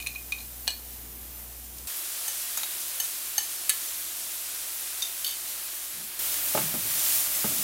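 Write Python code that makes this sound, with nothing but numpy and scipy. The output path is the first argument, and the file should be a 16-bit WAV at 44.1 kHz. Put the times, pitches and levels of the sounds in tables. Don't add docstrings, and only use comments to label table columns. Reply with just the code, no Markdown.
import sys
import numpy as np
from scipy import signal
from scipy.fft import rfft, irfft, next_fast_len
from scipy.io import wavfile
from scipy.ndimage import uniform_filter1d

SR = 44100
rng = np.random.default_rng(int(sys.argv[2]) if len(sys.argv) > 2 else 0)


def dump(signal):
    limited = np.clip(np.atleast_2d(signal).T, -1, 1)
    pcm = np.round(limited * 32767).astype(np.int16)
    wavfile.write(sys.argv[1], SR, pcm)


def volts_from_db(level):
    exponent = np.asarray(level, float) / 20
    return 10 ** exponent


N = 336819


def noise():
    return rng.standard_normal(N)


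def unit(x):
    return x / np.sqrt(np.mean(x ** 2))


def colour(x, spectrum):
    size = next_fast_len(len(x))
    hz, db = np.transpose(spectrum)
    log_f = np.log(np.arange(size // 2 + 1) * SR / size + 1)
    gain = volts_from_db(np.interp(log_f, np.log(hz), db, -90, -90))
    return irfft(rfft(x, size) * gain, size)[:len(x)]


def band(x, lo_hz, hi_hz):
    edges = [lo_hz, min(hi_hz, SR / 2.2)]
    return signal.sosfilt(signal.butter(2, edges, "band", fs=SR, output="sos"), x)


def walk(rate):
    hold = int(SR / rate)
    steps = np.repeat(rng.standard_normal(N // hold + 1), hold)
    return 1.13 * uniform_filter1d(uniform_filter1d(steps, hold), hold)[:N]


def bubbles(per_second, spread_db):
    burst = rng.random(N) < per_second / SR
    size = volts_from_db(spread_db * rng.exponential(size=N))
    return unit(burst * np.sign(noise()) * size)


def fizz():
    out = np.zeros(N)
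    for hz in 2500 * 2 ** np.linspace(0, 2.5, num=14):
        b, a = signal.iirpeak(hz, 22., fs=SR)
        out += unit(signal.lfilter(b, a, bubbles(60., 1.5))) * np.sqrt(hz / 8000)
    return unit(out)


# (from t/s, to t/s)
MOMENTS = [
    (0, 1.8716),
    (1.8716, 6.1913),
    (6.1913, 7.64),
]
# (hiss level/dB at its start, cooling/dB per s, body of the hiss: relative level/dB)
BOIL = [
    (-43, 0.27, -0.4),
    (-33.5, 0.8, 0),
    (-29.5, 0.13, 1.5),
]
# (top t/s, level/dB above the boil, below it where pulp floods, rise/s, fall/s)
FLARES = [
    (3.85, 0.5, .12, .12),
    (5.3, 0.9, 1, .35),
    (6.78, -1.4, 0.092, 0.11),
    (7.14, 4.3, .2, 0.085),
    (7.4, 1.5, 0.27, .6),
]


def effort(k):
    t = np.arange(N) / SR
    start_db, cool_db_s, body_db = BOIL[k]
    change = -cool_db_s * (t - MOMENTS[k][0])
    for s, db, rise_s, fall_s in FLARES:
        slope_s = np.where(t < s, rise_s, fall_s)
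        change = change + db * np.exp(-((t - s) / slope_s) ** 2)
    return start_db + change, body_db - 0.44 * change


# (f/Hz, level/dB per Hz)
HISS = [
    [(290, -29), (500, -6.5), (545, -7.5), (761, -7), (1000, -9.5), (1260, -10.5), (1950, -10),
     (3440, -9.5), (4660, -10), (5550, -8.5), (7750, -6.5), (15100, 0.5), (16000, -23)],
    [(240, -45), (400, -13), (467, -22.5), (512, -12.5), (588, -17), (719, -11.5), (789, -13), (1380, -9),
     (2220, -8), (3580, -5.5), (5110, -5.5), (11000, -0.5), (14800, -2), (16000, -6)],
    [(240, -51), (400, -23), (460, -24), (626, -12.5), (697, -12.5), (1070, -13.5), (1160, -10.5),
     (1460, -11), (3020, -7.5), (4650, -7), (10900, -1), (15000, 0), (16000, -3)],
]


def sizzle(k, ringing):
    hiss_db, body_db = effort(k)
    boil = colour(noise() + .45 * bubbles(3000., 2.) + .22 * ringing, HISS[k])
    low = band(boil, 140.0, 4700.0)
    top = band(boil, 9100.0, 27000.0)
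    mid = boil - low - top
    scale = np.std(band(boil, 5000., 15500.))
    swell_db = 0.34 * walk(9.)
    low = low * volts_from_db(body_db + 0.49 * walk(14.))
    mid = mid * volts_from_db(0.57 * walk(25.))
    top = top * volts_from_db(1.04 * walk(30.))
    return (low + mid + top) * volts_from_db(hiss_db + swell_db) / scale


# (f/Hz, level/dB per Hz)
RUMBLE = [
    [(44, -31), (75, -7.5), (91, -12), (151, -15), (251, -9.5), (392, -16.5), (458, -16.5), (546, -34),
     (762, -18.5), (900, -36), (1170, -62), (1980, -120)],
    [(44, -24), (75, -4.5), (86, -15), (108, -14), (260, -8), (367, -1.5), (464, -24), (514, -8.5),
     (700, -3.5), (910, -31), (1540, -120)],
    [(44, -36), (75, -8.5), (86, -13), (113, -3.5), (253, -9.5), (296, 1), (460, -9.5), (620, -0.5),
     (700, -7), (910, -34), (1540, -120)],
]
RUMBLE_DB = [-56, -60.5, -52.5]
# (hum level/dB, its buzz at 120 Hz: level/dB)
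HUM_DB = [(-49, -64), (-67, -82), (-59.5, -75)]


def kitchen(k):
    t = np.arange(N) / SR
    hum_db, buzz_db = HUM_DB[k]
    hum = volts_from_db(hum_db + .4 * walk(6.)) * np.sin(2 * np.pi * 59.45 * t)
    buzz = volts_from_db(buzz_db + 2.5 * walk(12.)) * np.sin(2 * np.pi * 120 * t)
    rumble = unit(colour(noise(), RUMBLE[k])) * volts_from_db(RUMBLE_DB[k] + 0.9 * walk(4.97))
    return rumble + np.sqrt(2) * (hum + buzz)


def strike(blows, modes, zones, crack_db, crack_s, push_s, rough):
    out, t = np.zeros(N + SR), np.arange(SR // 4) / SR
    hz, db, t60 = (column[:, None] for column in np.transpose(modes))
    fade = volts_from_db(-60 * t / t60) * (volts_from_db(-6.5) + np.exp(-t * hz / 43))
    zones_hz, tone_db = np.transpose(zones)
    loudest_db = max(blow[1] for blow in blows)
    for s, peak_db, hard_db, square_db in blows:
        tilt_db = hard_db * (np.arange(4) - 1.5)
        zone_db = tone_db + tilt_db + square_db * np.array([-1, 2, -1, 0])
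        drive = volts_from_db(db + np.interp(np.log(hz), np.log(zones_hz), zone_db))
        waver = signal.resample(rng.standard_normal((2, len(modes), 40)), len(t), axis=2)
        turn = rng.random(hz.shape) + rough * waver[0] / 4
        swing = np.sin(2 * np.pi * (hz * t + turn))
        ring = (drive * (1 + rough * waver[1]) * swing * fade).sum(axis=0)
        lowest = (hz.min() * 0.69, zone_db[0])
        highest = (min(hz.max() * 2, SR / 2.6), zone_db[-1] - 4)
        tint = [lowest, *zip(zones_hz, zone_db), highest]
        crack = colour(rng.standard_normal(len(t)), tint) * np.exp(-t / crack_s)
        crack = crack * volts_from_db(crack_db + 0.22 * (peak_db - loudest_db))
        contact = 1 - np.exp(-t / push_s)
        start = int(s * SR)
        out[start:start + len(t)] += volts_from_db(peak_db) * (ring + crack) * contact
    return out[:N]


# (f/Hz, level/dB, t60/s)
FULL_BOWL = [(1125, -0.5, 0.038), (2436, 0, .1), (2497, -3.5, 0.1), (2950, -14, .06), (3780, -3.5, 0.033),
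             (4140, -5, 0.084), (4400, -11, 0.084), (5980, -7, 0.046), (6660, -3, .05), (8400, -7, .04),
             (9350, -1.5, .04), (10160, 0, .04)]
# (t/s, peak level/dB, hardness/dB a zone, how squarely the main ring is hit/dB)
STIR = [
    (.001, -25, -1, 1.7),
    (.024, -26, 2, -1.5),
    (.063, -22.5, -1.5, -1.5),
    (.0695, -17.5, 2.5, 1.2),
    (.149, -27.5, -2.3, -4),
    (.158, -31, -3.5, 3),
    (.3212, -16, -1.5, 0),
    (.385, -29, -1, -3.5),
    (.404, -27.5, 0, -2),
]


def stir():
    zones = [(990, -30.5), (2518, -10.5), (4200, -15.5), (7450, -18)]  # (f/Hz, level/dB)
    return strike(STIR, FULL_BOWL, zones, crack_db=6.5, crack_s=0.0042, push_s=0.00036, rough=0.25)


# (f/Hz, level/dB, t60/s)
BOWL_EDGE = [(754, -13.5, 0.047), (1700, -16, 0.053), (2434, -7.5, .12), (2904, -2.5, 0.1), (3260, -9, .08),
             (4050, -1, 0.042), (4180, -4, 0.085), (4400, -8.5, 0.3), (6060, -7, 0.064), (6690, -12, .05),
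             (8000, -5, .06), (8200, -2, .03), (10500, -6, .04)]
# (t/s, peak level/dB, hardness/dB a zone, squareness/dB)
CLINK = [
    (.672, -30, -.8, 4),
    (.6776, -10, 1.1, -0.5),
    (.705, -25, 5, -1),
]


def clink():
    zones = [(800, -11.5), (2800, -12.5), (4200, -11.5), (6500, -15)]
    return strike(CLINK, BOWL_EDGE, zones, crack_db=10.5, crack_s=0.0016, push_s=0.00017, rough=0.27)


# (t/s, peak level/dB)
POPS = [
    (1.784, -17),
    (1.7874, -17.5),
    (3.6124, -23.5),
    (5.0074, -16),
    (5.2292, -26),
    (5.3594, -16),
]


def spits():
    clicks = np.zeros(N)
    s, peak_db = np.transpose(POPS)
    clicks[(s * SR).astype(int)] = volts_from_db(peak_db + 3)
    return band(clicks, 4300.0, 12400.0)


# (f/Hz, level/dB, t60/s)
SPOON = [(820, -5.5, 0.044), (1800, -3.5, 0.093), (3000, -3, 0.15), (4200, -5, .04), (4470, -3, 0.12),
         (6360, 3, 0.12), (7760, -18, .05), (8450, -2, 0.069), (10700, 1, .05), (11600, -3, .05),
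         (13200, 6.5, 0.066)]
# (t/s, peak level/dB, hardness/dB a zone, squareness/dB)
SCRAPE = [
    (2.28, -16.5, .8, -2),
    (3.0, -14, -0.082, 1),
    (3.38, -9, -0.73, 0.63),
]


def scrape():
    zones = [(1200, -22.5), (3700, -18.5), (7300, -12.5), (12000, -14.5)]
    return strike(SCRAPE, SPOON, zones, crack_db=2.0, crack_s=0.0093, push_s=0.00052, rough=0.37)


# (f/Hz, level/dB, t60/s)
EMPTY_BOWL = [(840, -11, 0.038), (1290, -9, 0.046), (3800, -3.5, .28), (6400, -10, .04), (6820, 1.5, .08),
              (10350, -8, .05), (12400, 0, .07)]
# (t/s, peak level/dB, hardness/dB a zone, squareness/dB)
RIM = [
    (2.5735, -13.5, 1.1, -2),
    (2.6319, -17, -0.29, 2),
]


def rim():
    zones = [(1000, -18.5), (3825, -16.5), (6950, -15.5), (12250, -15.5)]
    return strike(RIM, EMPTY_BOWL, zones, crack_db=6.5, crack_s=0.0071, push_s=0.00054, rough=0.31)


# (f/Hz, level/dB, t60/s)
PAN_RIM = [(1730, -8.5, .07), (2024, -7, .04), (2560, -11, .04), (3040, -10, .06), (3860, -12.5, 0.16),
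           (4380, -7, 0.055), (6500, -4.5, .08), (7720, -7.5, .06), (8480, 2, 0.082), (10250, -5, .05),
           (10920, 0, .06), (11200, 0, .06), (12030, -0.5, .05), (12700, -7, .05), (13250, -4, .06),
           (14800, -9, .04)]
# (t/s, peak level/dB, hardness/dB a zone, squareness/dB)
TAP = [
    (3.694, -7, 0.4, 0.4),
    (3.700, -14.5, -3, .4),
]


def tap():
    zones = [(1800, -16.5), (4000, -13.5), (7500, -12), (12000, -11.5)]
    return strike(TAP, PAN_RIM, zones, crack_db=4.5, crack_s=0.0044, push_s=0.00033, rough=0.36)


# (f/Hz, level/dB, t60/s)
BOWL_BASE = [(1310, -3, .04), (3654, 1.5, 0.057), (4640, -12, .05), (5790, -7, .04), (6240, -5, .04),
             (6450, -5, .04), (7100, -12, .03)]
# (t/s, peak level/dB, hardness/dB a zone, squareness/dB)
PUT_DOWN = [
    (5.0215, -15.5, 0.5, -1),
    (5.026, -18, 2, 2.2),
    (5.057, -38, -4, 6),
]


def put_down():
    zones = [(1300, -22), (3600, -11.5), (4700, -8), (6300, -13.5)]
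    return strike(PUT_DOWN, BOWL_BASE, zones, crack_db=6.5, crack_s=0.0034, push_s=0.00052, rough=0.28)


# (f/Hz, level/dB, t60/s)
COUNTER = [(3030, -6, 0.22), (3270, -7, .1), (3630, -3.5, 0.16), (4230, -11, 0.11), (4550, 1.5, 0.25),
           (4630, -7, .18), (5260, -10, .06), (6430, -2, 0.088), (8500, -7.5, .08), (10900, -2, .06),
           (11100, -9, .06), (11740, -2, .08), (13630, -4, 0.064), (14100, -8, .06)]
# (t/s, peak level/dB, hardness/dB a zone, squareness/dB)
SET_DOWN = [
    (5.245, -16.5, .5, 2),
    (5.265, -20, 1, 1),
    (5.277, -21.5, .4, -2.3),
    (5.291, -22, -.7, 0),
    (5.308, -22, 1, -3),
]


def set_down():
    zones = [(3360, -15.5), (4700, -16.5), (7200, -16), (12650, -12)]
    return strike(SET_DOWN, COUNTER, zones, crack_db=4, crack_s=0.012, push_s=0.000336, rough=0.64)


# (start t/s, level/dB, centre f/Hz, held/s)
DRAG = [
    (5.93, -56, 184, 0.11),
    (6.56, -40, 160, .11),
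    (6.735, -48, 200, .01),
    (6.82, -47, 105, .03),
    (6.92, -53, 184, .04),
    (7.45, -48, 125, .03),
    (7.5, -44, 255, .02),
    (7.56, -45, 230, .08),
]


def drag():
    t, out = np.arange(N) / SR, np.zeros(N)
    size = volts_from_db(1.5 * walk(50.))
    for s, db, hz, held_s in DRAG:
        rise = np.clip((t - s) / 0.013, 0, 1)
        shove = rise * volts_from_db(db - 170 * np.maximum(t - s - held_s, 0))
        rub = unit(band(noise(), hz / 1.25, hz * 1.25))
        out += shove * size * rub / (0.25 + uniform_filter1d(np.abs(rub), SR // 50))
    return out


# (f/Hz, level/dB, t60/s)
PAN = [(135.4, -4.5, 0.19), (201, -5, 0.13), (250, -2.5, 0.11), (401, -2.5, 0.058), (628, -4, 0.066),
       (820, -2.5, 0.057), (1240, 0.5, 0.036), (1510, -12, 0.037), (2700, -10, .03), (3500, 0, .03),
       (4600, -13, .03)]
# (t/s, peak level/dB, hardness/dB a zone, squareness/dB)
KNOCK = [
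    (6.548, -17.5, -1.3, 2.5),
    (6.574, -18, 6.5, 0.5),
    (6.589, -26.5, -2, -5),
    (6.739, -27, -1, -1),
    (6.747, -28.5, -2.5, -1),
    (6.85, -37.5, -3.5, -1.5),
    (7.442, -19.5, .3, -.5),
    (7.515, -38, -2.7, 1),
]


def knock():
    zones = [(180, -14.5), (600, -8), (1350, -13.5), (3500, -25.5)]
    return strike(KNOCK, PAN, zones, crack_db=15, crack_s=0.0073, push_s=.0015, rough=0.44)


def room(x):
    t60_s, level_db = 0.25, -10.5
    t = np.arange(SR // 2) / SR
    tail = band(rng.standard_normal(len(t)), 90., 9300.0) * volts_from_db(-60 * t / t60_s) * (t > .006)
    tail = tail / np.sqrt(np.sum(tail ** 2))
    return x + volts_from_db(level_db) * signal.fftconvolve(x, tail)[:N]


def scene():
    t, ringing = np.arange(N) / SR, fizz()
    steady = np.zeros(N)
    for k, (begin, end) in enumerate(MOMENTS):
        now = (t >= begin) & (t < end)
        steady += now * (sizzle(k, ringing) + kitchen(k))
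    hits = stir() + clink() + scrape() + rim() + tap() + put_down() + set_down() + knock()
    echoing = room(band(hits, 95.0, 20000.) + spits())
    return np.tile(steady + drag() + echoing, (2, 1))


def stray_bands(mono, top_hz):
    per_second, low_hz, width = 5.5, 4700, 1.15
    side, size = np.zeros(N), 2048
    hop = size // 2
    f = np.arange(hop + 1) * SR / size
    for when, where in rng.random((int(per_second * N / SR), 2)):
        start = 280 + hop * int(3 + when * (N // hop - 6))
        lo_hz = low_hz + where * (top_hz / width - low_hz)
        other = rfft(mono[start - size:start]) * (f > lo_hz) * (f < lo_hz * width)
        side[start:start + size] += volts_from_db(-.5) * irfft(other) * np.kaiser(size, 6.)
    return side


def low_pass(x):
    return signal.sosfilt(signal.butter(12, 17020, fs=SR, output="sos"), x)


def record(dry):
    top_hz = 15850
    mono = signal.sosfilt(signal.ellip(10, .2, 60, top_hz, fs=SR, output="sos"), dry[0])
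    side = stray_bands(mono, top_hz)
    return low_pass(mono + np.array([side, -side]))


dry = scene()
out = record(dry)
dump(out)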